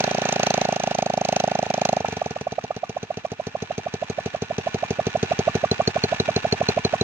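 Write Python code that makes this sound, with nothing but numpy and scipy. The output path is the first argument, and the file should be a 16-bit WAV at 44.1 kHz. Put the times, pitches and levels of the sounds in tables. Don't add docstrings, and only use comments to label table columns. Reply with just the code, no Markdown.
import sys
import numpy as np
from scipy import signal
from scipy.fft import rfft, irfft
from scipy.io import wavfile

SR = 44100
rng = np.random.default_rng(int(sys.argv[2]) if len(sys.argv) > 2 else 0)


def waveform_to_disk(signal):
    frames = np.transpose(np.atleast_2d(signal))
    scaled = np.clip(frames, -1, 1) * 32767
    samples = np.round(scaled).astype(np.int16)
    wavfile.write(sys.argv[1], SR, samples)


N = 310023
LEAD = 1323
T = np.arange(-LEAD, 2 * LEAD) / SR
VALVE_LEAD = .398
FULL_DB = -13

# time in seconds, exhaust strokes per second.
SPEED = [(0.0, 28.132), (0.32, 28.113), (0.57, 27.368), (0.95, 26.547), (1.52, 26.486), (1.88, 26.676),
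         (2.04, 25.348), (2.32, 19.878), (2.63, 16.328), (3.11, 14.07), (3.44, 13.112), (3.81, 12.59),
         (4.43, 12.356), (5.37, 12.393), (6.19, 12.309), (7.03, 12.348)]
# time in seconds, chuff in dB, hoot in dB.
IDLE_STRENGTH = [(2.0, -20.5, -9), (2.7, -24.5, -13.5), (3.2, -23.5, -15.5), (3.7, -21, -15),
                 (4.5, -18.5, -14), (5.2, -14.5, -9.5), (5.7, -13.5, -9), (6.0, -14, -11.5),
                 (7.0, -13.5, -8.5)]
# time in seconds, level in dB.
GEAR = [(0.0, -34), (0.53, -35), (1.0, -41), (1.9, -41.5), (2.74, -50), (3.44, -48.5), (3.87, -45.5),
        (4.9, -42), (5.3, -39), (7.03, -38)]
# centre in Hz, width in Hz, lift (or dip) in dB.
FINS = [(1010, 75, -2), (1467, 42, 9.5), (1736, 100, 5.5), (1767, 110, 4), (2366, 52, 11.5), (2590, 260, 6),
        (2760, 110, 5.5), (3900, 100, 5), (5940, 300, 6), (15300, 500, -12)]
# frequency in Hz, left minus right in dB.
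GEAR_SIDE = [(200, -1), (600, -4.5), (950, 1), (1750, -6.5), (2700, 1), (4200, -4), (6400, -5), (9500, 3.5)]


def amp(db):
    return 10 ** (np.asarray(db) / 20)


def evened(x):
    return x / np.sqrt(np.mean(x ** 2) + 1e-20)


def at(table, s, axis=1):
    rows = np.array(table)
    return np.interp(s, rows[:, 0], rows[:, axis])


def spectrum(points, hz):
    f, value = np.transpose(points)
    return np.interp(np.log(hz + 1), np.log(f + 1), value)


def add(mix, s, sound):
    start = round(s * SR) - LEAD
    part = mix[max(start, 0):max(start + len(sound), 0)]
    part += sound[max(-start, 0):][:len(part)]


def bell(x, width):
    return np.exp(-.5 * (x / width) ** 2)


def push(width):
    return bell(T, width) / bell(T, width).sum()


def ping(hz, rise, fall):
    envelope = bell(np.minimum(T, 0), rise) * np.exp(-np.maximum(T, 0) / fall)
    return envelope * np.cos(2 * np.pi * hz * T)


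def hiss(rise, fall, linger_db, linger):
    after = np.maximum(T, 0)
    decay = np.exp(-after / fall) + amp(linger_db) * np.exp(-after / linger)
    return bell(np.minimum(T, 0), rise) * decay


def wander(rate):
    fade = bell(np.fft.rfftfreq(N, 1 / SR), rate)
    return evened(irfft(rfft(rng.standard_normal(N)) * fade, N))


def ring(points, modes=(), size=8192):
    hz = abs(np.fft.fftfreq(size, 1 / SR))
    resonances = sum(lift / (1 + (2 * (hz - f) / width) ** 2) for f, width, lift in modes)
    db = spectrum(points, hz) + resonances
    minimum_phase = np.exp(np.conj(signal.hilbert(np.log(amp(db)))))
    response = np.fft.ifft(minimum_phase).real[:size // 2]
    return response / abs(response).max()


def through(x, response):
    return signal.oaconvolve(x, response)[:N]


def ports(x, side, lag_ms, apart=0):
    hz = np.fft.rfftfreq(N, 1 / SR)
    tilt = amp(spectrum(side, hz) / 2)
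    late = np.exp(-1j * np.pi * hz * lag_ms * 1e-3)
    left = irfft(rfft(x + apart) * tilt * late, N)
    right = irfft(rfft(x - apart) / tilt / late, N)
    return np.array([left, right])


def stroke_time(s):
    return 1 / at(SPEED, s) / 4


def above_idle(s):
    return at(SPEED, s) - SPEED[-1][1]


def shortfall(s):
    # time in seconds, change in dB.
    weak_strokes = [(0.8, -2.5), (0.95, -1.5), (1.25, -4.5), (1.67, -4.5), (2.37, -5)]
    return sum(db for when, db in weak_strokes if abs(when - s) * at(SPEED, s) < .5)


def strokes():
    # a chuff among the hoots, or a hoot among the chuffs. Lists times in seconds.
    stumbles = [1.67, 2.05, 2.22]
    start_turn = .756
    idle_from, alternate_from = 1.99, 2.34
    t = np.arange(N) / SR
    cycles = start_turn + np.cumsum(at(SPEED, t)) / SR
    times = t[1:][np.diff(np.floor(cycles)) > 0]
    fast, settled = times < idle_from, times > alternate_from
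    sharp = np.where(settled, np.cumsum(settled) % 2 == 0, ~fast)
    for s in stumbles:
        sharp[np.argmin(abs(times - s))] ^= True
    opens = times - VALVE_LEAD * stroke_time(times)
    return times[fast & ~sharp], times[~fast & ~sharp], opens[sharp]


def field(x, t60=0.076, db=-21, shared=0.79):
    t = np.arange(SR // 2) / SR
    own, common = rng.standard_normal((2, len(t))), rng.standard_normal(len(t))
    fade = amp(-60 * t / t60) * (1 - bell(t, 0.0015))
    tail = (shared * common + 0.4 * own) * fade
    return amp(db) * signal.fftconvolve(x, tail / np.linalg.norm(tail[0]), axes=1)[:, :N]


def tappet(chuffs):
    ticks = np.zeros(N)
    for s, chance in zip(chuffs, rng.standard_normal(len(chuffs))):
        level = amp(at(GEAR, s) - 2.5 + 2.5 * chance)
        tick = hiss(rise=.0003, fall=0.0038, linger_db=-16.5, linger=.006)
        add(ticks, s - 3.0 * stroke_time(s), level * tick)
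    colour = ring([(500, -24), (2500, -9), (6500, 7), (9000, -13.0), (16000, -24)], FINS)
    sound = through(ticks * rng.standard_normal(N), colour / np.linalg.norm(colour))
    return ports(sound, GEAR_SIDE, lag_ms=0.12)


def gear(slow_strokes):
    # frequency in Hz, level in dB.
    casing = [(30, -9.5), (110, -8), (230, -0.5), (380, -8), (550, -5.5), (800, 3), (1300, -1.5),
              (2700, -3.5), (3400, -4), (5000, -12), (6600, -14), (8200, -26), (10000, -44.5), (16000, -36)]
    t, strain = np.arange(N) / SR, np.zeros(N)
    for s in slow_strokes:
        add(strain, s - .003, bell(T, 0.013))
    level = amp(at(GEAR, t) + 2.0 + 2.0 * strain + 0.59 * wander(rate=40))
    lumps = amp(2.8 * wander(rate=90))
    colour = ring(casing, FINS)
    sizes = rng.standard_normal((2, N)) * amp(1.43 * rng.standard_normal((2, N)))
    knocks = sizes * (rng.random((2, N)) < 7000 / SR)
    near, spread = (level * evened(through(k * lumps, colour)) for k in knocks)
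    return ports(near, GEAR_SIDE, lag_ms=.11, apart=0.71 * spread)


def hoot(s, hz, glide, width, skirt_db, skirt_at, skirt_width):
    travel = T / stroke_time(s)
    turns = np.cumsum(hz * np.exp(glide * np.clip(travel, -1, .8))) / SR
    swell = bell(travel, width) + amp(skirt_db) * bell(travel - skirt_at, skirt_width)
    return -swell * np.sin(2 * np.pi * (turns - turns[LEAD]))


def add_chuffs(tone, thump, jet, times):
    whistle_hz, low_whistle_hz = 6150, 4190
    low_whistle_db, low_whistle_from = 18, 5.63
    full_hiss_db, hiss_slope = -29, 1
    for s, (a, b, c, d) in zip(times, rng.standard_normal((len(times), 4))):
        stroke, thump_db = stroke_time(s), at(IDLE_STRENGTH, s) + shortfall(s)
        haste = above_idle(s)
        hiss_db = full_hiss_db + hiss_slope * (thump_db - FULL_DB) + 0.66 * c
        add(thump, s - .0008, -amp(thump_db + 5.0 - 0.24 * haste) * (T == 0))
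        add(thump, s + 1.02 * stroke, -amp(thump_db - 8.5) * push(width=0.00072))
        knock = ping(390 * (1 + 0.021 * a), rise=0.00054, fall=0.0075)
        add(tone, s + 0.00338, amp(1.64 * thump_db + 3.0 - 2.6 * haste) * knock)
        rush = hiss(rise=0.0012, fall=0.005, linger_db=-9.0, linger=0.019)
        add(jet, s - .0012, amp(hiss_db + 0.75) * rush)
        whistle = ping(whistle_hz * (1 + .015 * d), rise=0.00084, fall=0.003)
        add(tone, s - .001, amp(hiss_db + 4.5) * whistle)
        if s > low_whistle_from:
            low_whistle = ping(low_whistle_hz * (1 + 0.029 * d), rise=.0012, fall=0.003)
            add(tone, s - .001, amp(hiss_db + low_whistle_db) * low_whistle)
        faint = hoot(s, 717, glide=0.69, width=0.15, skirt_db=-22.0, skirt_at=0.22, skirt_width=0.34)
        hoot_at = s + .7 * np.exp(-haste / 9) * stroke
        add(tone, hoot_at, amp(thump_db - 9 + 0.9 * haste + 3.2 * b) * faint)


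def add_idle_hoots(tone, thump, jet, times):
    hoot_hz, hoot_rise_hz, hoot_scatter = 652.2, 4.7, 0.016
    puff_hz, puff_rise_hz = 1074, 21
    full_thump_db, thump_slope = -20.5, 1.48
    for s, (a, b, c, d, e, f, g) in zip(times, rng.standard_normal((len(times), 7))):
        stroke, haste = stroke_time(s), above_idle(s)
        db = at(IDLE_STRENGTH, s, axis=2) + shortfall(s) + .9 * e
        hz = (hoot_hz + hoot_rise_hz * haste) * (1 + hoot_scatter * f)
        thump_db = full_thump_db + thump_slope * (at(IDLE_STRENGTH, s) - FULL_DB) + 1.1 * g
        long_hoot = hoot(s, hz, glide=0.68 + 0.18 * a, width=0.14 * amp(0.48 * d),
                         skirt_db=-30.5, skirt_at=0, skirt_width=0.64)
        add(tone, s, amp(db - 0.13) * long_hoot)
        puff = ping((puff_hz + puff_rise_hz * haste) * (1 + 0.079 * c), rise=0.00098, fall=0.0048)
        add(tone, s + 0.31 * stroke, amp(1.38 * db - 10.5 + 3.0 * b) * puff)
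        add(thump, s - .5 * stroke, amp(thump_db + 2.5) * push(width=0.000079))
        add(thump, s + 0.65 * stroke, -amp(thump_db + 3.5) * push(width=0.00055))
        rush = hiss(rise=0.0022, fall=0.0058, linger_db=-14.0, linger=0.0092)
        add(jet, s + 0.39 * stroke, amp(db - 37.5) * rush)


def add_fast_strokes(tone, thump, jet, times):
    # time in seconds, hoot in dB, hiss in dB.
    load = [(0.0, -12, -25), (0.35, -12.5, -30), (0.5, -9.5, -26), (0.8, -12, -31), (1.4, -9.5, -28.5),
            (1.7, -12, -31.5), (2.0, -8.5, -29.5)]
    for s, (a, b, c, d, e) in zip(times, rng.standard_normal((len(times), 5))):
        db = at(load, s) + shortfall(s) + 1.1 * a
        opens = s - VALVE_LEAD * stroke_time(s)
        hiss_db = at(load, s, axis=2) + 3.35 * c
        fast_hoot = hoot(s, 690 * (1 + 0.0082 * b), glide=0.59, width=0.2,
                         skirt_db=-12.0 + 2 * d, skirt_at=0.49, skirt_width=0.028)
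        add(tone, s, amp(db) * fast_hoot)
        swing = amp(db - 7.5 + 1.45 * (at(SPEED, s) - 30.0))
        for delay, share in [(-.0029, 0.61), (-.0006, -.95), (.0017, 0.98)]:
            add(thump, opens + delay, share * swing * (T == 0))
        knock_gain = swing * amp(-6.0 + 2 * (at(SPEED, s) - 25))
        add(tone, opens + 0.0023, -knock_gain * ping(414, rise=0.0024, fall=0.0042))
        rush = hiss(rise=0.0018, fall=0.0017, linger_db=-12.5, linger=0.013)
        add(jet, opens + 0.00036, amp(hiss_db + 2.0) * rush)
        whistle = ping(6200 * (1 + 0.011 * e), rise=0.00022, fall=0.0031)
        add(tone, opens + .0006, amp(hiss_db + 2.5 + 2 * d) * whistle)


def exhaust(fast, hoots, chuffs):
    # frequency in Hz, level in dB.
    silencer = [(25, -30), (60, -11), (95, 1.5), (140, 3.5), (255, 1.5), (330, -15), (395, 0), (450, 6),
                (530, -10.5), (610, -8.5), (800, -11.5), (1050, -46.5), (2500, -42), (8000, -66)]
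    # frequency in Hz, level in dB.
    jet_colour = [(300, -43), (900, 7), (1700, 0), (2600, 8), (3400, 1.5), (4200, 6), (5500, 1),
                  (6250, 2.5), (6900, -7), (8200, -16), (10000, -26), (16000, -23.5)]
    # frequency in Hz, left minus right in dB.
    exhaust_side = [(100, -.6), (300, 0), (420, 4), (520, -9.5), (650, -7), (800, 0), (1200, -1.5),
                    (2700, 0.5), (4200, -2.5), (6400, -7.5), (9500, 6), (15000, 0.5)]
    tone, thump, jet = np.zeros((3, N))
    add_fast_strokes(tone, thump, jet, fast)
    add_idle_hoots(tone, thump, jet, hoots)
    add_chuffs(tone, thump, jet, chuffs)
    colour = ring(jet_colour)
    colour = colour / np.linalg.norm(colour)
    rush, spread = (through(jet * rng.standard_normal(N), colour) for _ in range(2))
    middle = tone + through(thump, ring(silencer)) + rush
    return ports(middle, exhaust_side, lag_ms=0.11, apart=0.54 * spread)


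def scene():
    fast, hoots, chuffs = strokes()
    pipe = exhaust(fast, hoots, chuffs)
    return field(pipe) + tappet(chuffs) + gear(np.r_[hoots, chuffs]) + pipe


def record(dry):
    edge_hz = 16100
    low_pass = signal.firwin(511, edge_hz, window=("kaiser", 9), fs=SR)
    return signal.oaconvolve(dry, low_pass[None], "same")


dry = scene()
out = record(dry)
waveform_to_disk(out)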